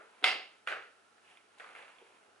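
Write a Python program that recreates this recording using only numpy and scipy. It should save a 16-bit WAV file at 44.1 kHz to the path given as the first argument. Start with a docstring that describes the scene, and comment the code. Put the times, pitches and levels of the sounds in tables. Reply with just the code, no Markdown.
"""A stroller's latch snaps shut as the folded frame is pressed flat by hand on a living-room carpet.
Tubes and wheels knock and settle, plastic ticks, and each of these contacts rings the frame.
The frame bumps softly on the floor, and the fabric rustles and slides under the hands.
Heard from nearby on a stereo pair of microphones: the room answers every blow,
and a faint hum and hiss lie underneath."""
import sys
import numpy as np
from scipy import signal
from scipy.fft import rfft, irfft, next_fast_len
from scipy.io import wavfile
from scipy.ndimage import map_coordinates

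SR = 44100
rng = np.random.default_rng(int(sys.argv[2]) if len(sys.argv) > 2 else 0)


def transcribe(signal):
    """Save signal, clipped to [-1, 1], as a 16-bit WAV file at the path in sys.argv[1]."""
    frames = np.atleast_2d(signal).T
    limited = np.clip(frames, -1, 1)
    pcm = np.round(limited * 32767).astype(np.int16)
    wavfile.write(sys.argv[1], SR, pcm)


N = 105840  # 2.4 s


def amp(db):
    """Decibels to gain."""
    return 10 ** (np.asarray(db) / 20)


def unit_rms(x):
    """Scale to rms 1."""
    return x / np.sqrt(np.mean(x ** 2) + 1e-20)


def unit_energy(x):
    """Scale to a mean energy of 1 per channel."""
    return unit_rms(x) / np.sqrt(x.shape[-1])


def along(points, hz):
    """Read a curve of (frequency [Hz], value) on a log axis."""
    freqs, values = np.transpose(points)
    return np.interp(np.log(hz + 1), np.log(freqs + 1), values)


def filtered(x, response):
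    """Pass x through a frequency response."""
    n = x.shape[-1]
    padded = next_fast_len(n + SR // 4)
    return irfft(rfft(x, padded) * response(np.fft.rfftfreq(padded, 1 / SR)), padded)[..., :n]


def causal_pulse(gain_db, size=4096):
    """The shortest causal pulse whose spectrum has the shape gain_db(hz)."""
    cepstrum = irfft(np.log(amp(gain_db(np.fft.rfftfreq(size, 1 / SR)))))
    cepstrum[1:size // 2] *= 2
    cepstrum[size // 2 + 1:] = 0
    return unit_energy(irfft(np.exp(rfft(cepstrum))))


def excite(response, pulse):
    """One second of a stereo response driven by a pulse, at unit energy."""
    return unit_energy(signal.fftconvolve(response, pulse[None], axes=1)[:, :SR])


def stereo_noise(likeness, size):
    """White noise that is partly alike at the two microphones."""
    def split(hz):
        angle = np.arccos(np.clip(along(likeness, hz), -1, 1)) / 2
        return np.array([np.cos(angle), np.sin(angle)])
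    mid, side = filtered(rng.standard_normal((2, size)), split)
    return np.array([mid + side, mid - side])


def add(out, time_s, sound):
    """Mix a sound in at time_s."""
    start = round(time_s * SR)
    part = sound[:, max(-start, 0):N - start]
    out[:, max(start, 0):][:, :part.shape[1]] += part


# Spectrum of the quiet living room (frequency [Hz], level [dB])
HISS_COLOUR = [(15, -84), (25, -95), (92, -18), (128, -24), (192, -9.5), (344, -5.5), (433, -0.5),
               (518, -10), (721, -1), (778, -9), (840, 2.5), (907, -18.5), (1330, 1), (2330, -15),
               (2780, -11.5), (4400, -16), (11000, -21.5), (14300, -60), (22000, -120)]
# Likeness of that hiss at the two microphones (frequency [Hz], correlation [0-1])
HISS_LIKENESS = [(100, 0.53), (1000, 0.23), (3000, 0.18), (10000, 0.41)]
def room_tone():
    """Steady room noise and a faint mains hum."""
    hiss_db, hum_db, hum_hz = -67, -94.5, 97.3
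    hiss = filtered(stereo_noise(HISS_LIKENESS, N), lambda hz: amp(along(HISS_COLOUR, hz)))
    hum = np.sqrt(2) * np.sin(2 * np.pi * hum_hz * np.arange(N) / SR)
    return amp(hiss_db) * unit_rms(hiss) + amp(hum_db) * hum


# Reverberation of the living room (frequency [Hz], time to fall 60 dB [s])
ROOM_DECAY = [(150, 0.4), (400, .48), (1000, 0.39), (2700, .43), (5000, .41), (10000, 0.26)]
# Likeness of sounds in the room at the two microphones (frequency [Hz], correlation [0-1])
ROOM_LIKENESS = [(100, 0.68), (600, 0.545), (1500, 0.67), (2700, 0.69), (4500, 0.18), (6200, 0.69),
                 (8500, 0.32), (11000, 1)]
def room_tail(build_s=0.012):
    """One second of the room's answer: it builds up, then each band dies at its own speed."""
    hz, t, bands = signal.stft(stereo_noise(ROOM_LIKENESS, SR), SR, nperseg=256)
    decay = amp(-60 * t / along(ROOM_DECAY, hz)[:, None])
    tail = signal.istft(bands * decay, SR, nperseg=256)[1][:, :SR]
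    return unit_energy(tail * (1 - np.exp(-np.arange(SR) / SR / build_s)))


def cloth_friction(levels, colour, catches_per_s=240, grain_db=-1.5):
    """Cloth slips and catches, making a hiss with a fine, uneven grain."""
    t = np.arange(N) / SR
    hiss = filtered(stereo_noise(ROOM_LIKENESS, N), lambda hz: amp(along(colour, hz)))
    catches = map_coordinates(rng.standard_normal(N // 10), [t * catches_per_s])
    envelope = amp(np.interp(t, *np.transpose(levels)))
    return unit_rms(hiss * amp(grain_db * catches)) * envelope


# Hands rubbing the fabric, and one hand sliding over it (time [s], level [dB])
RUB_LEVELS = [(0, -69.5), (.2, -65), (.6, -74.5), (1.12, -74), (1.3, -72.5), (1.44, -76), (1.56, -69.5),
              (1.62, -64.5), (1.72, -61), (1.78, -58), (1.9, -64), (2.0, -66.5), (2.12, -65), (2.25, -71),
              (2.4, -76.5)]
SLIDE_LEVELS = [(1.2, -91.5), (1.25, -66.5), (1.31, -61.5), (1.37, -66), (1.45, -87)]
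# Spectra of the rubbing and the slide (frequency [Hz], level [dB])
RUB_SPECTRUM = [(88, -65), (150, -22.5), (337, -8.5), (410, -28), (449, -1), (716, -5), (1060, 2.5),
                (1210, -9.5), (2520, -3.5), (5270, -23.5), (11000, -21), (14300, -69.5), (22000, -120)]
SLIDE_SPECTRUM = [(200, -27), (750, -2.5), (1100, -4.5), (1900, -3.5), (2800, 1.5), (3500, -8),
                  (4400, -18.5), (7000, -20.5), (10500, -17)]
def fabric():
    """The fabric rustles under the hands throughout, with one short slide midway."""
    return cloth_friction(RUB_LEVELS, RUB_SPECTRUM) + cloth_friction(SLIDE_LEVELS, SLIDE_SPECTRUM)


# Soft bumps of the frame down on the floor (time [s], strength [dB], pitch [Hz])
FLOOR_BUMPS = [(2.015, -33.5, 445), (2.023, -31, 418), (2.074, -53, 385), (2.12, -43, 376),
               (2.145, -42.5, 360)]
def carpet_bumps(t60_s=0.029, rise_s=0.0028, room_db=-5.5):
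    """The frame settles on the carpet with short, low notes."""
    out, t = np.zeros((2, N)), np.arange(SR) / SR
    envelope = amp(-60 * t / t60_s) * (1 - np.exp(-t / rise_s))
    for time_s, db, hz in FLOOR_BUMPS:
        note = unit_energy(np.sin(2 * np.pi * hz * t) * envelope)
        echo = excite(room_tail(), note)
        add(out, time_s, amp(db) * (note + amp(room_db) * echo))
    return out


# Modes of the stroller frame (frequency [Hz], level [dB], time to fall 60 dB [s])
FRAME_MODES = [(427, -3, .33), (757, -2, .28), (1230, -8, .33), (1351, -6, .35), (1618, -4, .25),
               (1747, -2, .42), (1972, -3, .38), (2047, -4, .32), (2132, -2, .38), (2172, -2, .35),
               (2417, -5, .33), (2597, -4, .33), (2719, -1, .35), (2822, -3, .35), (3939, -7, .35)]
def frame_ring():
    """The struck frame rings on, slightly out of step at the two microphones."""
    t = np.arange(SR) / SR
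    phases = rng.normal(0, .35, (len(FRAME_MODES), 2, 1))
    return sum(amp(db - 60 * t / t60) * np.sin(2 * np.pi * hz * t + phase)
               for (hz, db, t60), phase in zip(FRAME_MODES, phases))


def click(colour, tilt_db, part_hz, peak_db=7.5, half_width_octaves=.14, pivot_hz=2000):
    """The pulse of one contact: a tilted spectrum plus the struck part's own short resonance."""
    def gain_db(hz):
        octaves = np.log2(np.clip(hz, 300, 6000) / pivot_hz)
        resonance_db = peak_db / (1 + (np.log2((hz + 1) / part_hz) / half_width_octaves) ** 2)
        return along(colour, hz) + tilt_db * octaves + resonance_db
    return causal_pulse(gain_db)


# Colour of each contact's direct sound: a soft contact with a crack near 3.5 kHz (frequency [Hz], level [dB])
DIRECT_COLOUR = [(60, 2), (200, -5), (500, -5), (1000, -3), (1600, 1.5), (2700, 1), (3500, 3.5), (4100, -0.5),
                 (4800, -8.5), (6000, -5.5), (11000, -2)]
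def blows(contacts, colour, chatter_db, chatter_t60_s, ring_db, shared_echo=.25):
    """Surfaces click and briefly scrape as they meet; each contact rings the frame and the room."""
    out, t = np.zeros((2, N)), np.arange(SR) / SR
    ring, common_tail = frame_ring(), room_tail()
    direct_colour = causal_pulse(lambda hz: along(DIRECT_COLOUR, hz))
    for time_s, db, tilt_db, room_db, part_hz in contacts:
        pulse = click(colour, tilt_db, part_hz)
        chatter = stereo_noise(ROOM_LIKENESS, SR) * amp(-60 * t / chatter_t60_s)
        contact = amp(chatter_db) * unit_energy(chatter)
        contact[:, 0] += 1  # the impact itself
        direct = excite(signal.fftconvolve(contact, direct_colour[None], axes=1), pulse)
        echoes = np.sqrt(shared_echo) * common_tail + np.sqrt(1 - shared_echo) * room_tail()
        tail = excite(echoes, pulse) + amp(ring_db) * excite(ring, pulse)
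        add(out, time_s, amp(db) * (direct + amp(room_db) * tail))
    return out


# Plastic contacts (time [s], strength [dB], tilt [dB/octave], room and ring [dB], resonance [Hz])
TICK_CONTACTS = [(1.3725, -32.5, 0.5, -4.5, 2310), (1.985, -35, -6, 1.5, 3270)]
# Spectrum of a tick (frequency [Hz], level [dB])
TICK_SPECTRUM = [(200, -37), (800, -4.5), (1600, -14), (2100, 0), (3500, -4), (4100, -28), (11000, -16.5)]
def plastic_ticks():
    """Plastic parts touch lightly, twice."""
    return blows(TICK_CONTACTS, TICK_SPECTRUM, chatter_db=-2, chatter_t60_s=0.027, ring_db=-4.5)


# Tubes and wheels (time [s], strength [dB], tilt [dB/octave], room and ring [dB], resonance [Hz])
KNOCK_CONTACTS = [(-.05, -21.5, -4.5, 5, 1330), (.6665, -32.5, 7, -1.5, 1880), (.6732, -12, 2.5, 2.5, 2700),
                  (.6752, -9, 0.5, 1.5, 1700), (.6825, -14, 2.5, -3, 1880), (.6865, -15.5, 2.5, -10, 1778),
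                  (.7055, -20.5, -3.5, 1.5, 2840), (.7182, -14.5, -2, -3, 1680),
                  (.7245, -11.5, -1.5, -1.5, 1480), (.7340, -15, -1, -2, 1300), (.824, -31, 3.5, 0, 3020),
                  (1.18, -40.5, -2, -6, 815), (1.585, -36.5, 13.5, 5, 2010), (1.5985, -21.5, 0, 1, 1360),
                  (1.604, -23, -2, -1, 2020), (1.644, -26, -1, 1, 1150), (1.69, -30.5, -1, 5.5, 1200),
                  (1.751, -23, -.5, 0.5, 2150), (1.762, -27.5, 0.5, 5, 2650), (1.79, -29.5, -5.5, 2.5, 864),
                  (1.825, -30.5, 2.5, 4.5, 1210), (1.88, -33, 0.5, 5, 2710), (2.229, -43, -5, 3, 630),
                  (2.28, -41.5, -16.5, -0.5, 560), (2.361, -41, -4.5, 5, 1220)]
# Spectrum of a knock (frequency [Hz], level [dB])
KNOCK_SPECTRUM = [(24, -76), (40, -64), (93, -31.5), (156, -32), (275, -22), (309, -25.5), (364, -14),
                  (506, -6), (869, -7), (955, -12), (1210, -4), (1420, -2.5), (2440, -8), (3560, -19),
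                  (4720, -23), (5190, -30.5), (11000, -35), (14300, -80), (22000, -120)]
def tube_knocks():
    """Tubes and wheels knock together in loose clusters as they settle."""
    return blows(KNOCK_CONTACTS, KNOCK_SPECTRUM, chatter_db=4.5, chatter_t60_s=.028, ring_db=-8.5)


# Latch contacts (time [s], strength [dB], tilt [dB/octave], room and ring [dB], resonance [Hz])
LATCH_CONTACTS = [(.219, -36.5, -11.5, 0, 614), (.2263, -25.5, -9.5, 10.5, 970), (.2325, -29, 6, 12, 800),
                  (.2396, -14.5, -1.5, 1, 2680), (.2413, 2.5, -1, -11, 3600), (.2428, 2.5, 1.5, -1, 2370),
                  (.2466, -1, -1, 3, 788), (.2485, -4.5, 2.5, 2.5, 2600), (.2730, -6.5, -5.5, -2, 2582)]
# Spectrum of the latch (frequency [Hz], level [dB])
LATCH_SPECTRUM = [(40, -65), (112, -48), (288, -22), (420, -14), (560, -12), (740, -8.5), (950, -10),
                  (1400, -6), (1820, -8), (2100, 1), (2420, -8), (2750, -2.5), (3600, -7.5), (4150, -11),
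                  (4700, -9.5), (5350, -15), (5850, -25), (11000, -26.5)]
def latch_snap():
    """The latch shuts: nine quick contacts run together into one loud snap."""
    return blows(LATCH_CONTACTS, LATCH_SPECTRUM, chatter_db=1.5, chatter_t60_s=0.024, ring_db=-6.5)


# Balance across the microphone pair (frequency [Hz], left minus right [dB])
PAIR_BALANCE = [(100, 0.5), (600, -0.5), (1100, -0.1), (2000, -1.4), (3500, -3.5), (6200, -1.5),
                (11000, -2.2)]
# Phase across the pair (frequency [Hz], lead of the left [rad])
PAIR_PHASE = [(50, 0.1), (400, 0.304), (1100, 0.97), (3000, 0.77), (4800, .9), (6500, 0.25), (11000, 0.26)]
def microphones(x):
    """The pair hears the stroller a little earlier on the left and a little brighter on the right."""
    half = np.array([[.5], [-.5]])
    def response(hz):
        return amp(half * along(PAIR_BALANCE, hz)) * np.exp(1j * half * along(PAIR_PHASE, hz))
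    return filtered(x, response)


def scene():
    """The stroller over the quiet living room, heard from where the microphones stand."""
    stroller = latch_snap() + tube_knocks() + plastic_ticks() + carpet_bumps() + fabric()
    return microphones(stroller + room_tone())


def record(dry):
    """The recorder cuts off steeply above its band limit."""
    limit_hz = 11060
    return filtered(dry, lambda hz: 1 / np.sqrt(1 + (hz / limit_hz) ** 280))


dry = scene()
out = record(dry)
transcribe(out)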